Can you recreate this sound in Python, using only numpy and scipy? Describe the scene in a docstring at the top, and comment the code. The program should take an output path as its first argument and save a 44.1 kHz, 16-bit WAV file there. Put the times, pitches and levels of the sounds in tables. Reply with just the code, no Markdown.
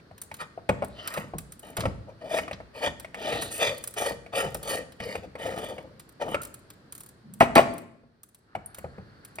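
"""The ring nut of a cast-metal hand meat grinder rasps on its gritty thread, close to the microphone in a
small room: each push of the hand drives stick-slip noise through resonances of thread and rim.
Loose parts knock as struck modes and dull thuds; dry pasta crumbs snap as short noise bursts.
The freed ring is put down on the table with two loud clunks, then fingers tap at the cutting plate.
A room tail and a quiet room tone surround it all."""
import sys
import numpy as np
from scipy import signal
from scipy.fft import rfft, irfft, next_fast_len
from scipy.io import wavfile

SR = 44100
rng = np.random.default_rng(int(sys.argv[2]) if len(sys.argv) > 2 else 0)


def unload_audio(sound):
    """Save the sound as a 16-bit wav file, at the path given as the first command line argument."""
    columns = np.transpose(np.atleast_2d(sound))
    # keep every value between -1 and 1, then stretch to whole-number steps
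    steps = np.round(np.clip(columns, -1, 1) * 32767)
    wavfile.write(sys.argv[1], SR, steps.astype(np.int16))


N = 414540
TIME = np.arange(N) / SR
AGE = TIME[:SR // 3]  # time since a blow, s

# modes of the struck cast metal, low and high: f/Hz, level/dB, t60/s
HOUSING_MODES = [(520, -9, .04), (600, -5, .03), (676, 0, .05), (790, -4, .05), (890, -8, .035),
                 (1062, -9, .05), (1200, -14, .04), (1336, -15, .06)]
HOUSING_HIGH_MODES = [(1790, -1, .04), (1930, 0, .05), (2250, 0, .045), (2480, -3, .04), (2680, -8, .04),
                      (2930, -7, .04), (3400, -13, .04), (4560, -16, .06)]
# spectra of the dull clank, the bright clink and the top of a snap: f/Hz, level/dB
CLANK_SPECTRUM = [(120, -25), (250, -11.5), (450, -3.5), (650, -3), (1000, -2.5), (1500, -11.5),
                  (2500, -46.5)]
CLINK_SPECTRUM = [(700, -25.5), (1150, -5.5), (1700, -0.5), (2300, 3), (3200, -9), (4300, -17.5),
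                  (6500, -21), (9000, -17), (12000, -27), (15000, -29)]
SNAP_TOP_SPECTRUM = [(4000, -21.5), (7000, -3.5), (9000, 1.5), (10400, 4), (11800, -5.5), (13500, 0),
                     (15300, -8), (16800, -19)]


def amp(db):
    """Decibels to gain."""
    return 10 ** (np.asarray(db) / 20)


def rms_one(x):
    """Scale to rms 1."""
    return x / np.sqrt(np.mean(x ** 2) + 1e-20)


def unit_blow(x):
    """Scale a blow to the energy of 20 ms at rms 1."""
    energy = np.mean(np.sum(x ** 2, axis=-1))
    return x / np.sqrt(energy / (.02 * SR))


def at_hz(points, hz, axis=1):
    """Read one column of a table on a log-frequency axis."""
    table = np.array(points)
    return np.interp(np.log(np.maximum(hz, 1)), np.log(table[:, 0]), table[:, axis])


def drift(rate):
    """Random wander of rms 1 with `rate` fresh values per second, joined by straight lines."""
    knots = rng.standard_normal(N // 40)
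    return rms_one(np.interp(TIME * rate, np.arange(len(knots)), knots))


def colour(x, spectrum):
    """Give a sound a spectrum that falls 12 dB per octave beyond its end points."""
    size = next_fast_len(x.shape[-1])
    hz = np.maximum(np.arange(size // 2 + 1) * SR / size, 1)
    low_skirt = np.minimum(1, hz / spectrum[0][0]) ** 2
    high_skirt = np.minimum(1, spectrum[-1][0] / hz) ** 2
    shaped = rfft(x, size) * amp(at_hz(spectrum, hz)) * low_skirt * high_skirt
    return irfft(shaped, size)[..., :x.shape[-1]]


def stereo_noise(size):
    """White noise, most alike on both sides in the bass and unrelated in the treble."""
    # left-right likeness of the room: f/Hz, correlation
    likeness = [(30, 0.5), (150, 1), (400, 0.7), (1000, 0)]
    mid, side = rfft(rng.standard_normal((2, size)))
    alike = np.clip(at_hz(likeness, np.arange(len(mid)) * SR / size), -1, 1)
    return irfft(np.sqrt(1 + alike) * mid + np.sqrt(1 - alike) * side * [[1], [-1]], size)


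def resonate(x, peaks, wander_db):
    """Parallel resonances with alternating signs, each swelling and fading by wander_db; rms 1."""
    out = 0
    for k, (hz, width, db) in enumerate(peaks):
        r = np.exp(-np.pi * width / SR)  # pole radius
        poles = [1, -2 * r * np.cos(2 * np.pi * hz / SR), r * r]
        mode = (1 - r * r) * signal.lfilter([1, 0, -1], poles, x)
        out = out + (-1) ** k * amp(db + wander_db * drift(9)) * mode
    return rms_one(out)


def gliding(x, hz, width_hz):
    """One resonance whose centre moves: shift it down to 0 Hz, filter, shift back; rms 1."""
    turn = np.exp(2j * np.pi * np.cumsum(hz) / SR)
    r = np.exp(-np.pi * width_hz / SR)
    return rms_one(np.real(turn * signal.lfilter([1], [1, -2 * r, r * r], x / turn)))


def burst(spectrum, t60, rise):
    """A crowd of unresolved modes: coloured noise that swells and dies after a blow."""
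    envelope = amp(-60 * AGE / t60) * (1 - np.exp(-AGE / rise))
    return unit_blow(colour(rng.standard_normal(len(AGE)), spectrum) * envelope)


def ring(modes, scatter_db):
    """Struck modes as decaying sines; each blow weighs them anew."""
    out = 0
    for hz, db, t60 in modes:
        strength = amp(db + scatter_db * rng.standard_normal())
        out = out + strength * amp(-60 * AGE / t60) * np.sin(2 * np.pi * (hz * AGE + rng.random()))
    onset = 1 - np.exp(-AGE * modes[0][0])  # within about a cycle of the first mode
    return unit_blow(out * onset)


def add(track, s, sound):
    """Mix a sound in at a given time."""
    start = int(np.clip(s * SR, 0, N - 1))
    track[start:start + len(sound)] += sound[:N - start]


def friction(per_s, spread_db, contact_s):
    """Tiny slips of uneven size, each a very short puff of noise."""
    slips = (rng.random(N) < per_s / SR) * amp(spread_db * np.minimum(rng.exponential(1, N), 4))
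    power = signal.lfilter([1], [1, -np.exp(-1 / (contact_s * SR))], slips ** 2 + 1e-18)
    return rng.standard_normal(N) * np.sqrt(power)


def push(start, rise, hold, slowing):
    """Course of one movement or swell, 0 to 1: it picks up evenly, holds, then dies away exponentially."""
    age = TIME - start
    overdue = np.clip((age - rise - hold) / slowing, 0, 20)
    return np.clip(age / rise, 0, 1) * np.exp(-overdue)


def room_tone():
    """Coloured noise of the place; its level sinks to its lowest at 8.25 s, after the landing, and recovers."""
    # spectrum of the room tone: f/Hz, level/dB
    air_spectrum = [(15, -49), (25, -12), (111, 1), (416, -6.5), (863, -15.5), (1650, -14), (2410, -25),
                    (3620, -25.5), (4370, -21), (7110, -40), (9070, -36), (10700, -39.5), (11600, -65.5),
                    (13600, -36), (16000, -65.5)]
    level_db, dip_db = -56, 11
    lowest_s, sink_s, recover_s = 8.25, .8, .42
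    pace_s = np.where(TIME < lowest_s, sink_s, recover_s)
    dip = np.exp(-((TIME - lowest_s) / pace_s) ** 2)
    return amp(level_db - dip_db * dip) * rms_one(colour(stereo_noise(N), air_spectrum))


def knocks():
    """Metal meets metal: the hand-damped housing clunks, one note foremost, and its feet thud on the tray."""
    # loose parts knock on the housing: t/s, clank level/dB, main note f/Hz, thud level/dB, clink level/dB
    knock_list = [(0.111, -39.5, 665, -50, -60), (0.314, -30.5, 895, -49, -40),
                  (0.41, -31.5, 1310, -47, -47), (0.576, -28, 675, -51, -59), (0.69, -19, 770, -25, -22),
                  (0.694, -6.5, 582, -35.5, -60), (0.822, -13, 613, -37.5, -40.5),
                  (0.836, -21, 620, -37, -46), (1.174, -23, 544, -34, -32), (1.336, -22.5, 675, -32, -53),
                  (1.781, -25.5, 567, -29, -45), (1.835, -21, 610, -28, -48),
                  (1.854, -16, 533, -27.5, -30.5), (2.335, -21.5, 686, -58.5, -51),
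                  (2.386, -19.5, 500, -45.5, -27), (2.479, -28.5, 1170, -50, -39),
                  (2.511, -26, 593, -38, -35.5), (2.602, -29, 650, -47, -51), (2.869, -20, 596, -36.5, -60),
                  (3.046, -33.5, 635, -53, -37.5), (3.144, -28.5, 670, -53, -34),
                  (3.326, -19.5, 450, -35, -31), (3.622, -16, 595, -52.5, -43),
                  (3.663, -29, 577, -36.5, -33), (4.107, -22, 680, -39, -46),
                  (4.262, -37.5, 660, -59.5, -47), (4.335, -22, 630, -43.5, -46),
                  (4.448, -21.5, 464, -33.5, -49), (4.548, -24, 600, -37.5, -42),
                  (5.001, -30.5, 676, -37.5, -33.5), (5.153, -24.5, 462, -42, -31),
                  (5.353, -25.5, 520, -47.5, -40.5), (5.781, -30.5, 520, -51, -40),
                  (6.344, -13.5, 571, -42.5, -24.5), (8.034, -48, 517, -56, -79),
                  (8.551, -18.5, 747, -40, -37), (8.783, -36, 558, -45, -46), (8.843, -25.5, 540, -37, -51),
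                  (8.981, -33.5, 466, -38.5, -57), (9.385, -24, 645, -48.5, -35)]
    # thud on the tray: f/Hz, level/dB
    tray_spectrum = [(36, -17), (58, 0.5), (100, 4.5), (200, 1), (320, -8.5), (500, -12), (900, -25)]
    out = np.zeros(N)
    for s, clank_db, note_hz, thud_db, clink_db in knock_list:
        thud = amp(-2.5) * burst(tray_spectrum, t60=0.19, rise=0.0072)
        clank = amp(-14) * ring([(note_hz, 0, .025)], scatter_db=0)
        clank = clank + amp(-19.5) * ring(HOUSING_MODES, scatter_db=8.0)
        clank = clank + amp(-18.5) * burst(CLANK_SPECTRUM, t60=0.078, rise=0.00052)
        clink = amp(-9.5) * ring(HOUSING_HIGH_MODES, scatter_db=4.0)
        clink = clink + amp(-8.0) * burst(CLINK_SPECTRUM, t60=0.044, rise=0.0013)
        add(out, s, amp(thud_db) * thud + amp(clank_db) * clank + amp(clink_db) * clink)
    return out


def add_snaps(track, events):
    """A brittle break: a bright tick with some body, then a weaker splinter 7 to 60 ms later."""
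    # body of a snap: f/Hz, level/dB
    body_spectrum = [(500, -12), (1200, 9), (2200, 2), (4300, 2), (6500, -8), (9000, -26)]
    for s, top_db, body_db in events:
        wait, weaker = rng.random(2)
        body = amp(-12) * burst(body_spectrum, t60=0.044, rise=0.0019)
        top = amp(-15.5) * burst(SNAP_TOP_SPECTRUM, t60=0.024, rise=0.0011)
        tick = amp(body_db) * body + amp(top_db) * top
        add(track, s, tick)
        add(track, s + 0.007 + 0.053 * wait, amp(-11 - 10 * weaker) * tick)


def snaps():
    """Dry crumbs break and edges tick, each a short burst of noise."""
    # crumbs and edges: t/s, top level/dB, body level/dB
    snap_list = [(0.179, -41.5, -45), (0.2157, -25, -40.5), (0.3407, -31.5, -37), (0.6895, -45, -48),
                 (0.845, -31.5, -41.5), (1.0742, -20.5, -25), (1.1384, -27.5, -29), (1.383, -23.5, -34),
                 (1.521, -32, -44), (1.5933, -35, -52), (1.7676, -21.5, -24.5), (1.8048, -29, -24.5),
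                 (2.5297, -52, -30.5), (2.9975, -31.5, -39.5), (3.4208, -24, -25), (3.7795, -31.5, -55),
                 (3.8389, -23.5, -35), (3.8741, -21.5, -36.5), (3.9389, -31.5, -42), (4.5448, -22, -32),
                 (4.6294, -28, -40), (4.9207, -44, -45.5), (5.996, -36.5, -41.5), (6.0906, -43, -54),
                 (6.417, -28, -40), (6.4318, -28.5, -40), (6.45, -28.5, -41), (6.541, -31.5, -44.5),
                 (6.702, -37, -42), (7.005, -34, -43.5), (7.3367, -34.5, -52), (7.4026, -25, -27.5),
                 (7.5534, -15.5, -15), (7.7363, -37, -49.5), (7.78, -32.5, -44), (8.2322, -36, -49.5),
                 (8.3456, -42, -54), (8.745, -33, -41), (8.785, -33, -52), (9.2488, -34.5, -45),
                 (9.3558, -36, -50)]
    out = np.zeros(N)
    add_snaps(out, snap_list)
    return out


def turning():
    """Drag, grit, hiss and rumble follow the speed of each push; the strongest drag sets the groan's pitch."""
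    # pushes of the hand on the ring: t/s, speeding up/s, held/s, slowing/s, drag of the thread level/dB,
    # grit level/dB, fine hiss level/dB, rumble of the body level/dB, groan f/Hz
    push_list = [(0.38, 0.023, 0.017, 0.026, -51, -42.5, -56.5, -59, 780),
                 (0.94, 0.056, 0.11, .04, -51.5, -48.5, -91, -49.5, 613),
                 (1.08, 0.074, 0.03, 0.056, -39, -39.5, -52, -42, 607),
                 (1.625, 0.0093, 0.051, 0.073, -47.5, -50.5, -65, -46, 606),
                 (1.765, 0.0062, 0.07, 0.045, -35.5, -44, -79, -37, 564),
                 (2.065, 0.022, 0.014, 0.022, -43.5, -61.5, -112, -57, 530),
                 (2.19, 0.032, 0.055, 0.034, -42, -53, -90, -45.5, 647),
                 (2.26, 0.11, 0.016, 0.035, -32, -29, -48, -37.5, 644),
                 (2.73, 0.03, .05, 0.057, -39, -45, -70, -44.5, 547),
                 (2.8, 0.047, 0.018, 0.026, -26.5, -26.5, -54.5, -38.5, 605),
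                 (3.13, 0.16, 0.075, 0.08, -32.5, -33.5, -52.5, -35.5, 600),
                 (3.4, 0.017, .02, 0.074, -48.5, -39, -35.5, -49, 567),
                 (3.5, 0.015, 0.015, 0.18, -50, -39.5, -33.5, -54, 560),
                 (3.58, 0.033, 0.048, 0.059, -27.5, -25.5, -52.5, -44.5, 549),
                 (3.955, 0.029, 0.11, 0.03, -31, -31.5, -40, -41.5, 580),
                 (4.32, 0.047, .035, 0.064, -28.5, -28, -38, -37.5, 548),
                 (4.61, 0.077, 0.077, 0.042, -33.5, -33.5, -40, -40, 551),
                 (4.985, 0.047, 0.13, 0.032, -41.5, -41, -66, -43.5, 487),
                 (5.225, 0.011, 0.012, 0.01, -40.5, -54, -102, -42, 520),
                 (5.372, .04, 0.097, 0.081, -35, -38.5, -61, -37.5, 547),
                 (5.52, 0.065, 0.1, 0.089, -35.5, -43, -56.5, -40, 575),
                 (6.196, .016, 0.012, 0.029, -24, -37, -83, -37.5, 579),
                 (6.24, 0.062, 0.036, 0.015, -31, -44, -62, -32.5, 600)]
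    # drag, grit, hiss and rumble each grow with the speed of the ring to this power
    powers = np.array([[1.11], [1.51], [3.1], [.7]])
    groan_sag_hz_per_s = 250  # the groan sinks in the course of a push
    rumble_lag_s = .02  # the body rocks a moment after the push
    gains, groan_hz = np.zeros((len(powers), N)), np.full(N, float(push_list[0][-1]))
    for start, rise, hold, slowing, *levels_db, hz in push_list:
        span = slice(int(start * SR), int(start * SR) + SR)
        own = amp(levels_db)[:, None] * push(start, rise, hold, slowing)[span] ** powers
        pitch = hz - groan_sag_hz_per_s * (TIME[span] - start - rise)
        groan_hz[span] = np.where(own[0] > gains[0, span], pitch, groan_hz[span])
        gains[:, span] = np.hypot(gains[:, span], own)
    drag, grit, hiss, shake = gains
    return drag, grit, hiss, np.interp(TIME - rumble_lag_s, TIME, shake), groan_hz


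def crackle(hiss):
    """Crumbs too small to hear one by one are crushed while the dust is on the move."""
    crumbs = friction(per_s=90, spread_db=3, contact_s=.0008)
    return amp(-26.5) * np.sqrt(hiss) * rms_one(colour(crumbs, SNAP_TOP_SPECTRUM))


def thread():
    """The ring sticks and slips: the thread groans, the rim rasps and catches on grit, fine dust hisses."""
    # resonances of the rubbed thread and of the rim: f/Hz, width/Hz, level/dB
    thread_peaks = [(480, 68.7, -0.5), (597.4, 148, 2), (649.4, 116, 2.5), (912, 84, -11.5),
                    (1230, 87, -13.5)]
    rim_peaks = [(1200, 90, -3), (1400, 110, -5), (1860, 80, 1), (2090, 130, -2), (2380, 90, -3),
                 (2630, 170, -3), (3000, 110, -4), (3440, 220, -4), (3790, 130, -10), (4480, 160, -7),
                 (5050, 220, -15), (6050, 450, -14)]
    # spectra of grit, dust hiss and body rumble: f/Hz, level/dB
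    grit_spectrum = [(600, -2.5), (950, -4), (1600, 9.5), (2400, 9.5), (4000, -3), (6000, -10.5), (7200, 0),
                     (9000, -36.5)]
    hiss_spectrum = [(4000, -34), (6200, -4), (7200, -13), (8800, 1.5), (10500, 2.5), (11800, -15),
                     (13700, -5.5), (15200, -32.5), (16500, -22.5)]
    rumble_spectrum = [(40, -12), (70, 1), (110, -3), (200, -0.5), (320, 0.5), (450, -18), (700, -33.5)]
    drag, grit, hiss, shake, groan_hz = turning()
    coarse = friction(per_s=500, spread_db=2.0, contact_s=0.0011)
    catches = friction(per_s=90, spread_db=3.5, contact_s=.002)
    fine = friction(per_s=1400, spread_db=0.0, contact_s=0.0022) + amp(1) * catches
    groan = amp(0.5) * resonate(coarse, thread_peaks, wander_db=1.0)
    groan = groan + amp(-2.0) * gliding(coarse, groan_hz, width_hz=91)
    rasp = resonate(fine, rim_peaks, wander_db=4.5)
    rasp = rasp + amp(-6.5) * rms_one(colour(fine, grit_spectrum))
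    dust = rms_one(colour(fine, hiss_spectrum)) * (amp(-1.5) * hiss + amp(-20) * grit)
    rumble = amp(-4.0) * shake * rms_one(colour(coarse, rumble_spectrum))
    judder = amp(1.9 * drift(90) - 2.5)
    return judder * (drag * groan + grit * rasp + dust + rumble) + crackle(hiss)


def slides_and_faint_bands():
    """Slides, and late faint bands of background noise that swell and fade: grainy noise in a gliding band."""
    # slides, then from 8.45 s faint background bands:
    # t/s, rise/s, held/s, fall/s, level/dB, centre f/Hz, glide/(Hz/s), width/Hz
    band_list = [(0.39, 0.022, 0.0065, 0.018, -38, 1230, 304, 500),
                 (0.86, .2, 0.045, .03, -55.5, 3640, 4996, 1360),
                 (0.95, .2, .05, 0.037, -41, 1293, -300, 376),
                 (3.17, 0.1, 0.13, 0.088, -40.5, 2870, 3300, 1320),
                 (6.335, 0.0042, 0.0105, 0.036, -31.5, 1332, 309, 170.6),
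                 (8.45, .11, 0.29, .9, -61, 1403, 111.5, 700), (8.6, 0.21, 0.38, .9, -75, 4400, 50, 454)]
    out = 0
    for start, rise, hold, slowing, db, hz, glide, width_hz in band_list:
        grain = friction(per_s=920, spread_db=1.5, contact_s=.0008)
        centre_hz = hz + glide * np.clip(TIME - start, 0, rise + hold + slowing)
        out = out + amp(db) * push(start, rise, hold, slowing) * gliding(grain, centre_hz, width_hz)
    return out


def release_ticks():
    """The ring comes off with an even run of ticks, the first one strongest."""
    start_s, gap_s, count = 6.923, 0.0277, 7
    top_db, body_db = -28.5, -42  # first tick
    losses_db = 4 * np.log2(1 + np.arange(count))  # 4 dB each time the count doubles
    out = np.zeros(N)
    add_snaps(out, [(start_s + k * gap_s, top_db - loss, body_db - loss) for k, loss in enumerate(losses_db)])
    return out


def drone():
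    """A faint low drone swells briefly before the landing: noise through two narrow resonances."""
    # resonances of the drone: f/Hz, width/Hz, level/dB
    drone_peaks = [(138.8, 20, -9.5), (213, 11, -1)]
    swell = push(7.23, rise=.045, hold=.11, slowing=.03)
    return amp(-47) * swell * resonate(stereo_noise(N), drone_peaks, wander_db=0)


def landing():
    """The heavy ring hits the table top, then drops flat and rocks to rest."""
    # blows on the table: t/s, clank level/dB, thud level/dB, clink level/dB
    blow_list = [(7.406, 0.5, -15, -18.5), (7.409, -8.5, -28, -33), (7.423, -17, -17, -31),
                 (7.557, -2.5, -23.5, -17), (7.566, -6.5, -12.5, -21), (7.578, -1, -23.5, -19),
                 (7.59, -4.5, -24, -25)]
    # thud of the table top: f/Hz, level/dB
    table_spectrum = [(30, -34), (70, -21), (120, -1.5), (190, 10), (320, 7), (480, 3.5), (900, -25)]
    out = np.zeros(N)
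    for s, clank_db, thud_db, clink_db in blow_list:
        thud = amp(-6.0) * burst(table_spectrum, t60=0.038, rise=0.0017)
        clank = amp(-14.0) * ring(HOUSING_MODES, scatter_db=4.0)
        clank = clank + amp(-14) * burst(CLANK_SPECTRUM, t60=0.09, rise=0.0013)
        clink = amp(-7) * ring(HOUSING_HIGH_MODES, scatter_db=8)
        clink = clink + amp(-4.5) * burst(CLINK_SPECTRUM, t60=0.12, rise=0.001)
        add(out, s, amp(thud_db) * thud + amp(clank_db) * clank + amp(clink_db) * clink)
    return out


def plate_ping():
    """The steel cutting plate pings in its own high modes."""
    # pings: t/s, level/dB
    ping_list = [(8.6602, -41.5)]
    # modes of the plate: f/Hz, level/dB, t60/s
    plate_modes = [(9000, -14, 0.057), (8960, -9, 0.047), (10800, 8, 0.037), (12920, -9, 0.068),
                   (14830, -15, 0.078)]
    out = np.zeros(N)
    for s, level_db in ping_list:
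        add(out, s, amp(level_db) * ring(plate_modes, scatter_db=6.0))
    return out


def near_field(x, t60, above_hz, glance_db):
    """Sound reaches two ports out of step; highs also glance off hands and metal a moment later."""
    # the two microphone ports: f/Hz, phase by which the left leads/rad
    port_phase = [(60, 0), (250, 0.77), (600, 0.22), (1100, 1.99), (2200, 1.53), (3500, 1.41), (4500, 0.5),
                  (5600, -0.5), (7200, -3), (9000, -7), (11800, -9.5), (13700, -13), (16000, -14.5)]
    # left minus right: f/Hz, level/dB
    side_balance = [(60, 0), (200, -.5), (380, 2), (650, 4.8), (1200, .5), (4400, -.6), (15000, 0)]
    age = TIME[:SR // 20]
    glances = rng.standard_normal((2, len(age))) * amp(-60 * age / t60) * (age > .001)
    glances /= np.sqrt(np.sum(glances ** 2, axis=1, keepdims=True))
    hz = np.arange(N // 2 + 1) * SR / N
    high = hz ** 2 / (hz ** 2 + above_hz ** 2)
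    straight = np.exp(-1j * at_hz(port_phase, hz) * np.array([[0], [1]]))
    paths = straight + amp(glance_db) * high * rfft(glances, N)
    side_gain = amp(at_hz(side_balance, hz) / 2 * np.array([[1], [-1]]))
    return irfft(rfft(x) * paths * side_gain, N)


def room(x, build_s):
    """A diffuse tail of noise that builds up and dies at its own pace in each octave or so."""
    # the tail of the room: f/Hz, t60/s, level/dB
    tail_table = [(60, 0.64, -4.5), (150, 0.96, -10.5), (342, 0.68, -12.5), (690, 0.48, -18.5),
                  (1370, 0.64, -16), (2800, 0.53, -19.5), (4200, 0.6, -13), (5900, 0.55, -14),
                  (10000, 0.17, -18.5), (16000, 0.22, -19)]
    age, tail = TIME[:SR], 0
    edges = np.geomspace(35, 18000, 10)
    for low, high in zip(edges, edges[1:]):
        hz = np.sqrt(low * high)
        band_filter = signal.butter(2, [low, high], "band", fs=SR, output="sos")
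        band = signal.sosfilt(band_filter, stereo_noise(SR))
        decay = amp(-60 * age / at_hz(tail_table, hz)) * (1 - np.exp(-age / build_s))
        tail = tail + amp(at_hz(tail_table, hz, axis=2)) * band * decay / np.sqrt(np.sum(decay ** 2))
    return signal.fftconvolve(x, tail, axes=1)[:, :N]


def scene():
    """The grinder sits close to the microphone, each part with its own glances; the room answers all around."""
    ticking = snaps() + release_ticks() + plate_ping()
    parts = knocks(), ticking, thread() + slides_and_faint_bands(), landing()
    direct = sum(near_field(part, t60=.03, above_hz=1800, glance_db=-7.5) for part in parts)
    return direct + room(direct, build_s=.008) + room_tone() + drone()


def record(dry):
    """The loudest peaks are rounded and the top is cut at 16.3 kHz."""
    rounded = 1.164 * np.tanh(dry / 1.071)
    return signal.sosfilt(signal.ellip(10, .2, 80, 16300, fs=SR, output="sos"), rounded)


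dry = scene()
out = record(dry)
unload_audio(out)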